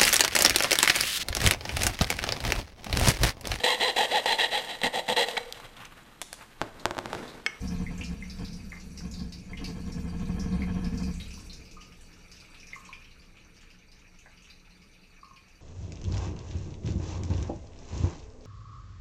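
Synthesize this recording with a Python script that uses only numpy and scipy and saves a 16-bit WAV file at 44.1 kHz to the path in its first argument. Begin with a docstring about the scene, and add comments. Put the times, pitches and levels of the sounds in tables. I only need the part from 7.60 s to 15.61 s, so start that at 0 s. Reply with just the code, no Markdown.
"""Inside a running dishwasher. From the start, jets from the turning spray arm sweep the steel walls and
make them drum and rattle, while thrown water splashes, patters and drips in the ringing tub. At 2.5 s
the jets dig in for their longest volley; from 3.5 s they die away. That leaves trickles, thinning
splashes and a few plinks into the sump over the low, fading drone of the pump."""
import sys
import numpy as np
from scipy import signal
from scipy.fft import rfft, irfft
from scipy.io import wavfile
from scipy.ndimage import uniform_filter1d

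SR = 44100
rng = np.random.default_rng(int(sys.argv[2]) if len(sys.argv) > 2 else 0)


def inscribe(sig):
    """Save sig as 16-bit PCM at rate SR to the path in sys.argv[1].

    A 1-D sig is mono; a 2-D sig holds one channel per row.
    Samples are clipped to [-1, 1] before scaling.
    """
    pcm = np.round(np.clip(np.atleast_2d(sig).T, -1, 1) * 32767)
    wavfile.write(sys.argv[1], SR, pcm.astype(np.int16))


N = 353152
TIME = np.arange(N) / SR
JETS_STOP_S, JETS_GONE_S, USUAL_LOAD_DB = 3.5, 4.25, -35

# how hard the jets lean on the nearby walls: (time [s], load [dB])
JET_LOAD = [(0, -34.5), (0.2, -32.5), (0.3, -37.5), (0.57, -38), (0.72, -42), (0.94, -39), (1.15, -49),
            (1.36, -43), (1.63, -37), (1.84, -46.5), (2.0, -40.5), (2.95, -29.5), (3.2, -31.5),
            (3.47, -31.5), (3.67, -48.5), (4.2, -66)]
# even volleys of jet passes: (first pass [s], last pass [s], passes [count], level at usual load [dB])
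JET_VOLLEYS = [(0.024, 0.399, 5, -42.5), (0.513, 0.512, 1, -43.5), (0.805, 0.807, 1, -38.5),
               (1.45, 1.612, 2, -43.5), (1.91, 1.909, 1, -38.5), (2.008, 2.169, 3, -37.5),
               (2.275, 2.369, 2, -41), (2.456, 3.481, 14, -43)]
def jet_force(lag_s=0.012, half_width_s=0.022, spread_db=1.3, follows_load=0.68):
    """The driving envelope: each pass of a jet is a quick swell, harder under a higher load."""
    power = np.zeros(N)
    for first, last, passes, db in JET_VOLLEYS:
        for s in np.linspace(first, last, round(passes)):
            swell = np.exp(-np.minimum(((TIME - s - lag_s) / half_width_s) ** 2, 50))
            power += from_db(db + spread_db * rng.standard_normal()) ** 2 * swell
    return np.sqrt(power) * from_db(follows_load * (curve(JET_LOAD) - USUAL_LOAD_DB))


# sub rumble of the cabinet: (frequency [Hz], width [Hz], gain [dB])
CABINET_MODES = [(28.2, 8.6, 1), (64.9, 14, 1.5), (94.2, 17.3, -10)]
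# hollow hum of the wall panels: (frequency [Hz], width [Hz], gain [dB])
PANEL_MODES = [(141.5, 12.5, -8), (173.8, 20.6, 4), (181.8, 28.5, 2), (206, 15, -2.5), (225, 40.5, -9.5),
               (254.1, 25, -8), (298.2, 13.1, -15.5)]
# broad thud of a direct hit on the wall: (frequency [Hz], width [Hz], gain [dB])
THUD_MODES = [(57.4, 45, 2), (137.4, 70, -7.5), (279, 73, -7)]
def drumming(force, throb=0.81, soft_hz=235, rumble_db=-38.5, settle_db_per_s=35.5, thud_db=3.5):
    """Jets pound the tub: each pass thuds, the panels hum, and the cabinet rumbles and settles slowly."""
    load_db, run_down_db = curve(JET_LOAD), settle_db_per_s * TIME
    held_db = np.maximum.accumulate(load_db + run_down_db) - run_down_db  # instant attack, slow release
    rumble = from_db(rumble_db + 0.93 * (held_db - USUAL_LOAD_DB))
    pressure = np.interp(TIME, [JETS_GONE_S - .4, JETS_GONE_S], [1, 0])
    mean_force = uniform_filter1d(force, SR // 8) + from_db(-56)
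    beat = steady(1 + throb * force / mean_force, span_s=0.17)
    cabinet = steady(body(impacts(per_s=900, spread_db=2.0), CABINET_MODES), span_s=0.064)
    soften = signal.butter(4, soft_hz, fs=SR, output="sos")
    soft_drops = signal.sosfilt(soften, impacts(per_s=700, spread_db=0))
    panels = steady(body(soft_drops, PANEL_MODES), span_s=0.11)
    thud = steady(body(impacts(per_s=1000, spread_db=-0.5), THUD_MODES), span_s=0.095)
    hum = from_db(load_db - 1.14) * beat * panels
    return pressure * (rumble * cabinet + hum) + from_db(thud_db) * force * thud


# metallic mids of the steel under a jet: (frequency [Hz], width [Hz], gain [dB])
STEEL_MODES = [(406, 1130, -34), (457.2, 46.5, 2.5), (540, 69, -31), (703, 95, -8), (894, 180, -16),
               (1084, 99, -10), (1300, 120, -18), (1675, 190, -12.5), (2080, 56, -15), (2460, 180, -18),
               (3180, 150, -18.5)]
def jet_rattle(force, stray_db=-21.5):
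    """A jet is a stream of hard drops on steel; stray spray fills the gaps between passes."""
    stray = from_db(stray_db + curve(JET_LOAD)) * np.interp(TIME, [JETS_STOP_S, JETS_GONE_S], [1, 0])
    rattle = steady(body(impacts(per_s=1200, spread_db=-4.5), STEEL_MODES), span_s=0.01)
    return rattle * np.hypot(from_db(-6.0) * force, stray)


# big gouts on dishes and racks: (time [s], fizz level [dB], fizz centre [Hz], gulp level [dB])
BIG_GOUTS = [(0.0774, -36, 5450, -55), (0.4125, -43.5, 4400, -36.5), (0.445, -38, 4860, -54),
             (0.698, -38.5, 4840, -75), (0.848, -39.5, 4370, -53), (0.9316, -38, 5140, -66),
             (1.3758, -37.5, 5150, -52.5), (1.514, -39.5, 5960, -62), (1.54, -38.5, 4570, -54),
             (1.5953, -40.5, 4550, -65), (1.7241, -38, 4700, -47), (1.9733, -49, 4560, -40.5),
             (2.0428, -31.5, 4560, -41.5), (2.3218, -43, 5630, -69), (2.797, -37.5, 5530, -70),
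             (3.2444, -40.5, 4750, -60.5), (3.3752, -39, 5240, -63), (3.4326, -39.5, 5160, -48),
             (3.6011, -37.5, 3600, -41.5), (3.66, -45, 4300, -43), (3.7066, -46, 5400, -45.5),
             (3.7405, -41.5, 5250, -54), (3.897, -40, 4030, -60), (3.932, -39, 4970, -62),
             (4.1131, -45, 5300, -57), (4.2113, -47, 5630, -49), (4.3232, -52, 5300, -50),
             (4.4104, -51.5, 7760, -59), (4.7165, -45, 5140, -53), (4.8022, -46, 4460, -59),
             (4.9454, -48.5, 3620, -49.5), (5.0709, -43.5, 5550, -62), (5.3327, -49, 4800, -44.5),
             (5.446, -58, 3630, -49.5), (5.7694, -72, 6090, -52.5), (6.1036, -50, 4730, -51.5),
             (6.3173, -50.5, 4800, -66), (6.8447, -54, 5600, -49), (6.9003, -46.5, 4050, -49.5),
             (7.7614, -52, 4400, -52.5)]
def splashes(gouts, t60=0.046, width_share=0.4, gulp_hz=2680, gulp_width_hz=1000, crack_db=-21):
    """A gout slaps down with a crack and a gulp, and bursts into a short fizz of tiny bubbles."""
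    out, t = np.zeros(N), TIME[:SR // 3]
    for s, db, hz, gulp_db in gouts:
        burst = rng.standard_normal(len(t)) * from_db(-60 * t / t60)
        crack = from_db(crack_db) * resonate(burst, 7200, 4300)
        fizz = body(burst, [(hz, width_share * hz, 0)])
        gulp = body(burst, [(gulp_hz, gulp_width_hz, 0)])
        slap = from_db(db) * peak_one(fizz + crack) + from_db(gulp_db + 1.5) * peak_one(gulp)
        add(out, s - .001, tub(slap, wet_db=4.0, t60=0.26))
    return from_db(1.5) * out


# drips into standing water: (time [s], level [dB], bubble pitch [Hz])
DRIPS = [(0.2659, -35, 2080), (0.411, -36.5, 2380), (0.625, -36.5, 2080), (1.1208, -35, 2080),
         (1.1677, -44, 2080), (1.9335, -37, 2080), (1.9789, -46, 2080), (3.0205, -33.5, 2140),
         (3.776, -51, 1000), (4.1686, -47, 1170), (5.0314, -43.5, 2380), (5.1325, -32.5, 2070),
         (5.1617, -42.5, 1105), (5.2904, -43.5, 1027), (5.3293, -35.5, 2410), (7.631, -44, 1110),
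         (7.7109, -47.5, 1104), (7.7785, -50, 2420)]
# glasses and plates ringing in sympathy: (frequency [Hz], width [Hz], gain [dB])
DISH_MODES = [(1074, 5.2, 13), (1232, 3.7, 20.5), (2090, 16, 11), (2230, 10, -6), (2410, 5.9, 16.5)]
def plinks(cycles=3.04, rise=0.008, t60_at_1khz=0.29, tap_db=-14):
    """A drop taps the water and traps a ringing bubble; the dishes answer, and low notes hang longer."""
    bubbles, drips, t = np.zeros(N), np.zeros(N), TIME[:SR // 3]
    for s, db, hz in DRIPS:
        age = t * hz / cycles
        swell = (age * np.exp(1 - age)) ** 2
        bend = 1 + rise * np.tanh(age - 1)
        bubble = from_db(db) * swell * np.sin(2 * np.pi * hz * t * bend)
        tap = resonate(rng.standard_normal(len(t)) * np.exp(-age), hz, hz)
        drip = bubble + from_db(db + tap_db) * peak_one(tap)
        add(bubbles, s - .001, bubble)
        add(drips, s - .001, tub(drip, wet_db=0, t60=t60_at_1khz * (1000 / hz) ** 0.89))
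    dishes = sum(from_db(db) * resonate(bubbles, hz, width) for hz, width, db in DISH_MODES)
    return from_db(1.1) * (drips + dishes)


# heavy drops on the tub floor: (time [s], level [dB])
FLOOR_KNOCKS = [(1.127, -33), (1.163, -38), (1.406, -37.5), (6.659, -38.5)]
def knocks(t60=0.0095):
    """A heavy drop lands on sheet steel with a short, dull tap."""
    out, t = np.zeros(N), TIME[:SR // 3]
    for s, db in FLOOR_KNOCKS:
        burst = rng.standard_normal(len(t)) * from_db(-60 * t / t60)
        tap = body(burst, [(885, 710, -1.8), (1710, 620, -0.22)])
        add(out, s, from_db(db) * tub(peak_one(tap), wet_db=2.5, t60=0.28))
    return from_db(-4.5) * out


# fader ride for the water in the air: (time [s], level [dB])
AIRBORNE_FLOW = [(0.0, -63), (0.18, -67.5), (0.49, -68.5), (1.38, -68), (1.76, -72), (2.18, -68),
                 (3.3, -69), (3.54, -65.5), (3.74, -66), (4.14, -72.5), (4.97, -72), (5.17, -70.5),
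                 (5.46, -74), (6.26, -77.5), (6.79, -76), (8.0, -76.5)]
def flow_swing():
    """How far the thrown water swells above or sinks below its mean, in dB."""
    db = curve(AIRBORNE_FLOW)
    return db - db.mean()


def small_splashes(per_s=5, spread_db=3, low_hz=3980, high_hz=6800):
    """Small gouts land at loosely even times, their fizz riding the flow."""
    jitter, size, pitch, gulp = rng.random((200, 4)).T
    s = (np.arange(len(jitter)) + jitter) / per_s
    fizz_db = -50 + 0.91 * np.interp(s, TIME, flow_swing()) + spread_db * (2 * size - 1)
    hz = low_hz * (high_hz / low_hz) ** pitch
    gulp_db = -56.5 + spread_db * (2 * gulp - 1)
    gouts = np.column_stack([s, fizz_db, hz, gulp_db])[s < TIME[-1]]
    return splashes(gouts, width_share=0.32, gulp_width_hz=980)


# fader ride for the run-off into the sump: (time [s], level [dB])
TRICKLE_LEVEL = [(0, -57.5), (0.7, -57.5), (1.6, -64), (3.1, -56), (3.8, -59.5), (4.4, -62.5), (4.7, -59.5),
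                 (5.25, -56), (5.55, -62), (7.0, -63), (8.0, -63.5)]
# EQ for the burbling trickle, bright patter and airy mist: (frequency [Hz], gain [dB])
TRICKLE_EQ = [(300, -11), (600, -4), (850, -7), (1150, -2), (1400, -3.5), (1650, -3.5), (1900, -5.5),
              (2400, 4.5), (2850, -4), (3250, -15), (4000, -1)]
PATTER_EQ = [(2500, -14), (3300, -9), (3900, -8.5), (4300, -6.5), (4650, 1), (5050, -14), (5600, -1),
             (6200, -3.5), (6900, -14.5), (8500, -66)]
MIST_EQ = [(5500, -16), (7200, -1.5), (8200, -7), (9300, -8.5), (10300, -9.5), (11300, -13), (12500, -13.5),
           (15000, -17.5)]
def falling_water(patter_db=-63.5, mist_db=-70.5):
    """The wet bed: run-off trickles, drops patter and mist fizzes, all thinning once the jets stop."""
    swing_db = flow_swing()
    density = np.interp(TIME, [JETS_STOP_S, 5.6], [1, .4])
    trickle = droplets(900 * density, (483, 3380), spread_db=2.5, cycles=9.2,
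                       wet_db=5.5, wash_db=-8.5, pitches=15)
    patter = droplets(800 * density, (3510, 7600), spread_db=5.0, cycles=18,
                      wet_db=2.5, wash_db=-7.0, pitches=12)
    mist = droplets(800 * density, (6900, 14400), spread_db=6.0, cycles=17,
                    wet_db=4, wash_db=-2.0, pitches=6)
    return (from_db(curve(TRICKLE_LEVEL)) * steady(colour(trickle, TRICKLE_EQ), span_s=0.81)
            + from_db(patter_db + swing_db) * steady(colour(patter, PATTER_EQ), span_s=0.2)
            + from_db(mist_db + 1.58 * swing_db) * steady(colour(mist, MIST_EQ), span_s=0.55))


def droplets(per_s, band_hz, spread_db, cycles, wet_db, wash_db, pitches, clump_db=2.5):
    """Small drops land in clumps and ring at three spots in the tub; the finest blur into a wash."""
    low_hz, high_hz = band_hz
    clumps = from_db(clump_db * rms_one(uniform_filter1d(rng.standard_normal(N), SR // 40)))
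    clicks = impacts(per_s * clumps, spread_db)
    pitch_index = rng.integers(0, pitches, N)
    rings = [resonate(clicks * (pitch_index == k), hz, hz / cycles)
             for k, hz in enumerate(np.geomspace(low_hz, high_hz, pitches))]
    drops = sum(tub(sum(rings[spot::3]), wet_db, t60=0.17) for spot in range(3))
    wash = resonate(rng.standard_normal(N), np.sqrt(low_hz * high_hz), high_hz - low_hz)
    return rms_one(drops) + from_db(wash_db) * rms_one(wash)


# the pump eases off as the water drains: (time [s], level [dB])
PUMP_LEVEL = [(3.8, -47), (4.8, -54.5), (5.3, -53), (6.0, -55.5), (7.0, -56.5), (8.0, -59)]
# EQ for its dark drone: (frequency [Hz], gain [dB])
PUMP_EQ = [(18, 0), (27, 3.5), (47, -11.5), (62, -6), (105, -16), (120, -11), (150, -18), (181, -6.5),
           (210, -18.5), (315, -18), (370, -25), (460, -20.5), (600, -33), (900, -36)]
# faint electrical whine: (frequency [Hz], rms level [dB])
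WHINE_TONES = [(8780, -86), (11719, -88), (14626, -89)]
def pump():
    """The pump churns water under the tub. Apart from it, a thin steady whine sits far above everything."""
    churn = steady(colour(rng.standard_normal(N), PUMP_EQ), span_s=0.27)
    whine = sum(np.sqrt(2) * from_db(db) * np.sin(2 * np.pi * hz * TIME) for hz, db in WHINE_TONES)
    return from_db(curve(PUMP_LEVEL)) * churn + whine


def tub(x, wet_db, t60):
    """Tight steel reverb: close walls send back dense reflections, different for every spot."""
    t = TIME[:SR // 2]
    echoes = rng.standard_normal(len(t)) * from_db(-60 * t / t60) * (t > .002)
    return x + from_db(wet_db) * signal.oaconvolve(x, echoes / np.linalg.norm(echoes))[:len(x)]


def impacts(per_s, spread_db):
    """Drops as random clicks: most near unit size, a few louder (softer if spread_db is negative)."""
    out = np.zeros(N)
    at = np.flatnonzero(rng.random(N) < per_s / SR)
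    sizes = np.minimum(rng.standard_exponential(N)[at], 4)
    out[at] = from_db(spread_db * sizes) * np.sign(rng.random(N)[at] - .5)
    return out


def body(x, modes):
    """Steep-sided resonances in parallel, with alternating polarity."""
    return sum((-1) ** k * from_db(db) * resonate(resonate(x, hz, width), hz, width)
               for k, (hz, width, db) in enumerate(modes))


def resonate(x, hz, width_hz):
    """A two-pole resonance with unity gain at its peak."""
    r = np.exp(-np.pi * width_hz / SR)
    poles = [1, -2 * r * np.cos(2 * np.pi * hz / SR), r * r]
    return signal.lfilter(np.array([1, 0, -1]) * (1 - r * r) / 2, poles, x + 1e-18)


def colour(x, eq):
    """Apply an EQ curve that rolls off steeply past its ends."""
    hz, db = np.transpose(eq)
    log_f = np.log(np.fft.rfftfreq(N, 1 / SR) + 1)
    beyond = np.abs(log_f - np.clip(log_f, np.log(hz[0]), np.log(hz[-1])))
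    return irfft(rfft(x) * from_db(np.interp(log_f, np.log(hz), db) - 60 * beyond), N)


def steady(x, span_s):
    """A leveller: holds unit power over span_s and lets faster detail through."""
    size = max(int(span_s * SR), 64)
    power = uniform_filter1d(uniform_filter1d(x ** 2, size), size)
    return x / np.sqrt(np.abs(power) + 1e-12)


def add(out, s, sound):
    """Mix a short sound in at time s."""
    i = max(round(s * SR), 0)
    out[i:i + len(sound)] += sound[:N - i]


def curve(rows):
    """Automation: straight ramps between (time [s], value) points."""
    return np.interp(TIME, *np.transpose(rows))


def from_db(db):
    """Decibels to gain."""
    return 10 ** (np.asarray(db) / 20)


def rms_one(x):
    """Normalise to unit power."""
    return x / np.sqrt(np.mean(x ** 2) + 1e-20)


def peak_one(x):
    """Normalise to unit peak."""
    return x / np.abs(x).max()


def scene():
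    """Machine and water in mono, heard from one point inside the tub."""
    force = jet_force()
    machine = drumming(force) + jet_rattle(force) + pump()
    water = plinks() + knocks() + falling_water() + splashes(BIG_GOUTS) + small_splashes()
    return (machine + water)[None]


def record(dry, cutoff_hz=15200):
    """A steep low-pass takes off the very top."""
    return signal.sosfilt(signal.ellip(12, .1, 90, cutoff_hz, fs=SR, output="sos"), dry)


dry = scene()
out = record(dry)
inscribe(out)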